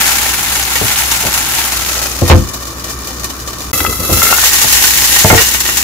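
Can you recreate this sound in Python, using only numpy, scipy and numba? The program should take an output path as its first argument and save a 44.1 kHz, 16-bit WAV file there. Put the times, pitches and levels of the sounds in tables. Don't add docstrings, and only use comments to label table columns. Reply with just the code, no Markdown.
import sys
import numpy as np
from scipy import signal
from scipy.fft import rfft, irfft, next_fast_len
from scipy.io import wavfile
from numba import njit

SR = 44100
rng = np.random.default_rng(int(sys.argv[2]) if len(sys.argv) > 2 else 0)


def master(y):
    cut = np.clip(np.atleast_2d(y).T, -1, 1)
    pcm = np.round(cut * 32767)
    wavfile.write(sys.argv[1], SR, pcm.astype(np.int16))


N = 257103
TIME = np.arange(N) / SR
SIZE = next_fast_len(N + 8192, real=True)
FREQ = np.arange(SIZE // 2 + 1) * SR / SIZE
TOP_HZ = 15600


# (t/s, closed share/0-1)
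LID_CLOSED = [(1.7, 0.02), (2.02, 0.44), (2.2, 0.57), (2.42, 0.99), (4.08, 0.94), (4.33, 0.53),
              (4.41, 0.07)]
# (t/s, relative level/dB)
HEAT = [(0, -10.5), (.2, -15), (.4, -16.5), (.92, -15), (1.55, -16), (1.95, -18.5), (2.7, -22),
        (3.7, -22.5), (3.74, -11), (3.88, -10.5), (4.0, -14), (4.13, -6.5), (4.6, -8), (4.75, -8.5),
        (5.38, -8.5), (5.53, -15)]
MUFFLE_DB = -8.5


def frying(bed_db, crackle_db, left_db, hollow_db, rattle_db, clack_db, clack_hz):
    closed = np.clip(curve(LID_CLOSED), 0, 1)
    strength = undb(curve(HEAT) + MUFFLE_DB * closed)
    bed = bubbles(per_s=2400, spread_db=5.5, flurry_per_s=190, flurry_db=3.7, flurry_t60=.034, fizz=.9)
    source = bed * strength * undb(bed_db)
    source += spits(gain_db=-2.5, body_db=-1.5, snap=0.54, body_hz=3150)
    snaps = undb(crackle_db) * strength * crackles(per_s=600, spread_db=4.2, t60=.0013, low_hz=2000)
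    oil = ports(scatter(source, t60=0.081, direct=0.84) + snaps, split_hz=1420, lag_s=0.0001154)

    taps = rim_taps(rattle_db, clack_hz)
    clacks = undb(clack_db) * ports(np.array([taps, np.roll(taps, 40)]), split_hz=1500)
    under_lid = ports(scatter(source, t60=0.037, direct=1.3) + taps, split_hz=1800)
    hollow = undb(hollow_db) * cavity(under_lid, closed, gap_hz=233)
    both = pan_colour(oil, hollow, closed) + clacks
    return both * undb([[left_db / 2], [-left_db / 2]])


def bubbles(per_s, spread_db, flurry_per_s, flurry_db, flurry_t60, fizz):
    flurry_size = undb(flurry_db * np.minimum(rng.standard_normal(N), 2))
    starts = (rng.random(N) < flurry_per_s / SR) * flurry_size
    power = np.abs(signal.fftconvolve(starts ** 2, fade(TIME[:SR // 4], flurry_t60) ** 2)[:N])
    click_size = undb(spread_db * np.minimum(rng.standard_normal(N), 2))
    clicks = (rng.random(N) < per_s / SR) * rng.choice([-1, 1], N) * click_size
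    return clicks / clicks.std() * np.sqrt((power / power.mean() + fizz) / (1 + fizz))


def crackles(per_s, spread_db, t60, low_hz):
    out, t = np.zeros((2, N)), TIME[:100]
    for when, pitch, size, *phases in rng.random((int(per_s * N / SR), 5)):
        hz = low_hz + pitch * (TOP_HZ - low_hz)
        db = spread_db * min(-np.log(1 - size), 4)
        ring = np.sin(2 * np.pi * (hz * t + np.array(phases)[:, None])) * fade(t, t60)
        add(out, when * N / SR, undb(db) * ring)
    return out / out.std()


# (t/s, relative spray level/dB, t60/s, relative body level/dB)
SET_SPITS = [(.079, -3.5, .044, -11), (0.481, -10, .06, -12), (.5564, -8.5, 0.055, -6),
             (0.7551, -4, .045, -16), (0.9131, -9, 0.11, -5), (0.9856, -2, .07, -19),
             (1.1128, -2, 0.061, -15), (1.1606, -9, 0.059, -28), (1.3395, 0, 0.027, -20),
             (1.376, -4, .056, -3), (1.5197, -12, .065, -28), (1.721, -5.5, 0.044, -28),
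             (1.953, -18, .06, -6.5), (2.0157, -13, 0.17, -10), (2.278, -10, 0.26, -9),
             (2.5352, -13.5, 0.078, -23), (2.842, -9.5, 0.035, -31), (2.8964, -13, .13, -31),
             (3.072, -14, 0.084, -19), (3.2434, -5.5, 0.028, -30), (3.475, -16.5, 0.096, -11.5),
             (3.7308, -7, 0.15, -7.5), (4.2284, 10.5, 0.023, 3), (4.4381, 3, .07, 1),
             (4.725, 10.5, 0.043, -2), (4.839, -11, .049, 11.5), (5.019, -6, 0.039, 6),
             (5.187, 9, 0.034, -14), (5.6037, 0.5, 0.037, -15), (5.77, 1.5, .049, 0)]


def spits(gain_db, body_db, snap, body_hz):
    out, t = np.zeros(N), TIME[:SR // 6]
    low = signal.butter(2, body_hz, fs=SR, output="sos")
    high = signal.butter(2, body_hz, "high", fs=SR, output="sos")
    for s, db, t60, low_db in SET_SPITS + small_spits():
        envelope = fade(t, t60) + snap * fade(t, 0.0043)
        spray, body = rng.standard_normal((2, len(t))) * envelope
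        add(out, s, undb(db + gain_db) * signal.sosfilt(high, spray))
        add(out, s, undb(low_db + body_db) * signal.sosfilt(low, body))
    return out


SMALL_SPITS_PER_S = 15
SMALL_SPIT_DB, SMALL_BODY_DB, SMALL_SPREAD_DB, SMALL_T60_S = 3, 1.5, 4.5, 0.064


def small_spits():
    rows = []
    for k, (late, size, body) in enumerate(rng.random((int(SMALL_SPITS_PER_S * N / SR), 3))):
        s = (k + late) / SMALL_SPITS_PER_S
        heat = np.interp(s, *np.transpose(HEAT))
        spray_db = heat + SMALL_SPIT_DB + SMALL_SPREAD_DB * (2 * size - 1)
        low_db = heat + SMALL_BODY_DB + 2 * SMALL_SPREAD_DB * (2 * body - 1)
        rows.append((s, spray_db, SMALL_T60_S, low_db))
    return rows


def scatter(x, t60, direct):
    decay = fade(TIME[:SR // 6], t60) ** 2
    power = np.abs(signal.fftconvolve(x ** 2, decay / decay.sum())[:N])
    paths = np.array([x, x * rng.choice([-1, 1], N)])
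    tail = np.sqrt(power) * rng.standard_normal((2, N))
    return (direct * paths + tail) / np.sqrt(1 + direct ** 2)


# (start t/s, end t/s)
CUT_S = (3.7155, 3.7302)
# (f/Hz, relative level/dB)
OIL_COLOUR = [(150, -23), (300, -50.5), (550, -11.5), (830, 7), (1050, 1.5), (1500, 6), (2500, 5.5),
              (4200, 2.5), (5600, 1.5), (7100, 5), (8300, -0.5), (11000, 3), (15500, -0.5)]
WET_COLOUR = [(150, -34), (550, -37), (800, 1), (1100, -1), (1450, -0.5), (1850, 7.5), (2300, 2.5),
              (2700, 5), (4700, 3.5), (7100, 6.5), (8000, 2.5), (9000, 0), (11000, 1), (15500, 0.5)]
# (f/Hz, relative level/dB)
RIM_DRY = [(200, -2), (600, 4.5), (1500, -18), (3200, -7.5), (4200, -1.5), (6600, 1.5), (8800, -8.5),
           (11000, -5.5), (15500, -7)]
RIM_STEAM = [(200, -1.5), (600, 2), (1500, -37), (4300, -6.5), (5400, -5.5), (7100, 0), (8000, -8),
             (9200, -4.5), (11500, 3.5), (15500, -3)]


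def pan_colour(oil, hollow, closed):
    def pan(colour, rim):
        covered = through(oil, treble_shape(rim)) + hollow
        return np.sqrt(1 - closed) * through(oil, treble_shape(colour)) + np.sqrt(closed) * covered

    return np.where(TIME < CUT_S[0], pan(OIL_COLOUR, RIM_DRY), pan(WET_COLOUR, RIM_STEAM))


# (f/Hz, width/Hz, relative level/dB)
CAVITY_MODES = [(744, 44, -14), (1127, 46, 1), (1158, 41, 8.5), (1808, 49, 5), (2368, 40, 5),
                (2973, 40, 3.5), (3560, 67, 2.5), (4100, 52, -2), (4960, 69, 1.5)]
STEAM_RISE = 1.106


def cavity(pair, closed, gap_hz, steam_db=3):
    steaming = TIME > CUT_S[0]
    rise = np.where(steaming, STEAM_RISE, 1)
    opening = gap_hz * (1 - closed)
    rings = [sum(undb(db) * resonator(x, hz * rise + opening, float(width))
                 for hz, width, db in CAVITY_MODES) for x in pair]
    return np.array(rings) * undb(steam_db * steaming * (2 * closed - 1.5))


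@njit
def resonator(x, hz, width):
    y, b, l = np.empty(len(x)), 0., 0.
    for i in range(len(x)):
        g, k = np.tan(np.pi * hz[i] / SR), width / hz[i]
        v = (b + g * (x[i] - l)) / (1 + g * (g + k))
        b, l, y[i] = 2 * v - b, l + 2 * g * v, k * v
    return y


# (t/s, relative level/dB)
RATTLES = [(3.733, -17), (3.804, -6.5), (3.849, -10), (3.864, -9), (4.219, -6.5), (4.268, -8),
           (4.303, -5.5), (4.326, 6.5), (4.438, 0)]


def rim_taps(rattle_db, clack_hz):
    taps, t = np.zeros(N), TIME[:SR // 20]
    for s, db in RATTLES + chatter():
        add(taps, s, undb(db + rattle_db) * rng.standard_normal(len(t)) * fade(t, 0.011))
    return signal.sosfilt(signal.butter(2, [450, clack_hz + 700], "band", fs=SR, output="sos"), taps)


# span (s), taps a second, mean relative level (dB)
CHATTER_S, CHATTER_PER_S, CHATTER_DB = (4.17, 4.45), 45, -14.5


def chatter():
    start, end = CHATTER_S
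    chance = rng.random((int((end - start) * CHATTER_PER_S), 2))
    return [(start + (k + late) / CHATTER_PER_S, CHATTER_DB + 10 * (size - .5))
            for k, (late, size) in enumerate(chance)]


# (f/Hz, t60/s, relative level/dB)
PAN_BLOWS = [(2.218, -1.5, 480, 0.0085), (2.299, 2.5, 5100, 0.016), (2.314, 4, 3000, 0.0095),
             (2.328, 6, 250, 0.019), (2.372, -0.5, 150, 0.011), (3.73, -19, 500, 0.0081),
             (3.806, -16.5, 496, 0.022), (3.87, -15, 450, 0.043), (3.99, -17, 384, 0.063),
             (4.092, -9.5, 690, 0.011), (4.118, -10, 500, 0.019), (4.16, -12, 396, 0.018)]
PAN_MODES = [(55.7, 0.37, -3), (87.4, 0.29, 4.5), (127, 0.2, -1), (167, 0.18, -5.5), (207, 0.49, -11.5),
             (275.7, 0.31, -6.5), (336, 0.29, -4), (506, 0.17, 2), (595, 0.2, -12), (680, .14, -8),
             (1039, 0.16, -3.5), (1317, 0.13, -7), (1820, 0.081, -13)]


def lid_on_pan():
    return knocks(PAN_BLOWS, PAN_MODES, clatter_db=-2.5, clatter_t60=0.1, clatter_hz=667,
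                  split_hz=1300, detune=0.021, crack_db=-3)


# (f/Hz, t60/s, relative level/dB)
HOB_BLOWS = [(.811, -8, 450, 0.0073), (.84, -13, 246, 0.011), (1.234, -18.5, 700, 0.055),
             (4.64, -17.5, 1200, 0.0063), (5.246, 0, 740, 0.0033), (5.301, 1.5, 1890, 0.0028),
             (5.327, 3.5, 750, 0.0027), (5.349, -4, 700, 0.0036), (5.686, -23.5, 1008, 0.0047)]
HOB_MODES = [(67.4, 0.13, -5), (100, 0.21, -0.5), (158, 0.14, -3), (205, 0.18, -5.5), (253, 0.12, -16),
             (333, 0.088, -31), (452, 0.23, -4.5), (639, 0.16, 0.5), (717, 0.12, 1), (867, 0.077, 4),
             (1386, 0.066, 4.5), (1700, 0.14, -4), (2140, 0.086, 12.5)]


def lid_on_hob():
    return knocks(HOB_BLOWS, HOB_MODES, clatter_db=2.5, clatter_t60=0.07, clatter_hz=1120,
                  split_hz=970, detune=0.011, crack_db=2)


# (f/Hz, t60/s, relative level/dB)
CLINKS = [(.756, -18.5, 6940, 0.0024), (5.162, -13.5, 5000, 0.0019), (5.377, -7.5, 7100, 0.0029),
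          (5.39, -17.5, 6000, 0.034), (5.545, -19.5, 4000, 0.0054), (5.655, -22, 4000, .003),
          (5.69, -19, 3980, 0.0034)]
STEEL_MODES = [(1447, 0.098, 2), (1874, 0.087, 12), (1980, 0.2, -3), (1970, 0.21, 2), (2250, 0.085, 5),
               (2770, .35, -5), (2880, 0.28, 5), (3680, 0.19, -4), (4500, 0.29, -22), (4550, 0.22, -9)]


def utensil_on_lid():
    return knocks(CLINKS, STEEL_MODES, clatter_db=6, clatter_t60=0.044, clatter_hz=4900,
                  split_hz=740, detune=0.004, crack_db=-4)


def knocks(blows, modes, clatter_db, clatter_t60, clatter_hz, split_hz, detune, crack_db):
    out, t = np.zeros((2, N)), TIME[:SR // 3]
    dull = signal.butter(1, min(clatter_hz, SR / 3), fs=SR, output="sos")
    for s, db, corner_hz, crunch_s in blows:
        phases = rng.uniform(0, 2 * np.pi, (len(modes), 2, 1))
        shifts = 1 + detune * rng.uniform(-0.83, 1, len(modes))
        ring = sum(undb(mode_db) * fade(t, t60) * np.sin(2 * np.pi * hz * shift * t + phase)
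                   for (hz, t60, mode_db), shift, phase in zip(modes, shifts, phases))
        clatter = signal.sosfilt(dull, rng.standard_normal((2, len(t))))
        clatter *= undb(clatter_db) * fade(np.maximum(t - crunch_s, 0), clatter_t60) / clatter.std()
        crack = undb(crack_db) * rng.standard_normal((2, len(t))) * fade(t, 0.076)
        contact = signal.butter(2, min(corner_hz, SR / 3), fs=SR, output="sos")
        add(out, s, undb(db) * signal.sosfilt(contact, ring / 2 + clatter + crack))
    return ports(out, split_hz)


# (f/Hz, rms level/dB)
HUM = [(62.3, -30.5), (119, -40), (343, -55)]
# (f/Hz, relative level/dB)
FAN = [(25, -5.5), (45, -8), (62, 1.5), (80, -3.5), (115, -6.5), (180, -7), (340, -6), (480, -13.5),
       (700, -27), (1100, -6.5), (2000, -21.5), (8000, -51)]


def hob(fan_db, waver_db):
    fan = through(ports(rng.standard_normal((2, N)), split_hz=760), shape(FAN))
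    knots = np.linspace(0, N / SR, 60)
    hum = 0
    for hz, db in HUM:
        waver = waver_db * np.interp(TIME, knots, rng.standard_normal(len(knots)))
        hum = hum + np.sqrt(2) * undb(db + waver) * np.sin(2 * np.pi * hz * TIME)
    return hum + undb(fan_db) * fan / fan.std()


def kitchen(x, t60):
    tail = rng.standard_normal((2, SR // 2)) * fade(TIME[:SR // 2], t60)
    return signal.fftconvolve(x, tail / np.linalg.norm(tail[0]), axes=1)[:, :N]


def ports(pair, split_hz, lag_s=.00005):
    apart = FREQ ** 2 / (FREQ ** 2 + split_hz ** 2)
    side_power = .45 * apart + .06
    mid = through(pair[0], np.sqrt(1 - side_power))
    side = through(pair[1], np.sqrt(side_power))
    return np.array([mid + side, through(mid - side, np.exp(-2j * np.pi * FREQ * lag_s))])


def undb(db):
    return 10 ** (np.asarray(db) / 20)


def curve(rows):
    return np.interp(TIME, *np.transpose(rows))


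def shape(points):
    hz, db = np.transpose(points)
    return undb(np.interp(np.log(FREQ + 1), np.log(hz), db))


def treble_shape(points):
    gain = shape(points)
    return gain / np.sqrt(np.mean(gain[(FREQ > 4000) & (FREQ < 15500)] ** 2))


def through(x, response):
    return irfft(rfft(x, SIZE) * response)[..., :N]


def add(out, s, sound):
    start = max(int(s * SR), 0)
    out[..., start:start + sound.shape[-1]] += sound[..., :N - start]


def fade(t, t60):
    return np.exp(-np.log(1000) * t / t60)


def scene():
    near = frying(bed_db=2.0, crackle_db=-6.5, left_db=2.0, hollow_db=3.5,
                  rattle_db=16.5, clack_db=-5.5, clack_hz=1530)
    near += lid_on_pan() + lid_on_hob() + utensil_on_lid()
    room = undb(-12) * kitchen(near, t60=.2)
    return near + room + hob(fan_db=-28.5, waver_db=1.0)


def record(dry):
    dry = signal.sosfilt(signal.butter(3, 42, "high", fs=SR, output="sos"), dry)
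    clipped = dry / (1 + dry ** 6) ** (1 / 6)
    running = (TIME < CUT_S[0]) | (TIME > CUT_S[1])
    return signal.sosfilt(signal.ellip(10, .2, 70, TOP_HZ, fs=SR, output="sos"), clipped * running)


dry = scene()
out = record(dry)
master(out)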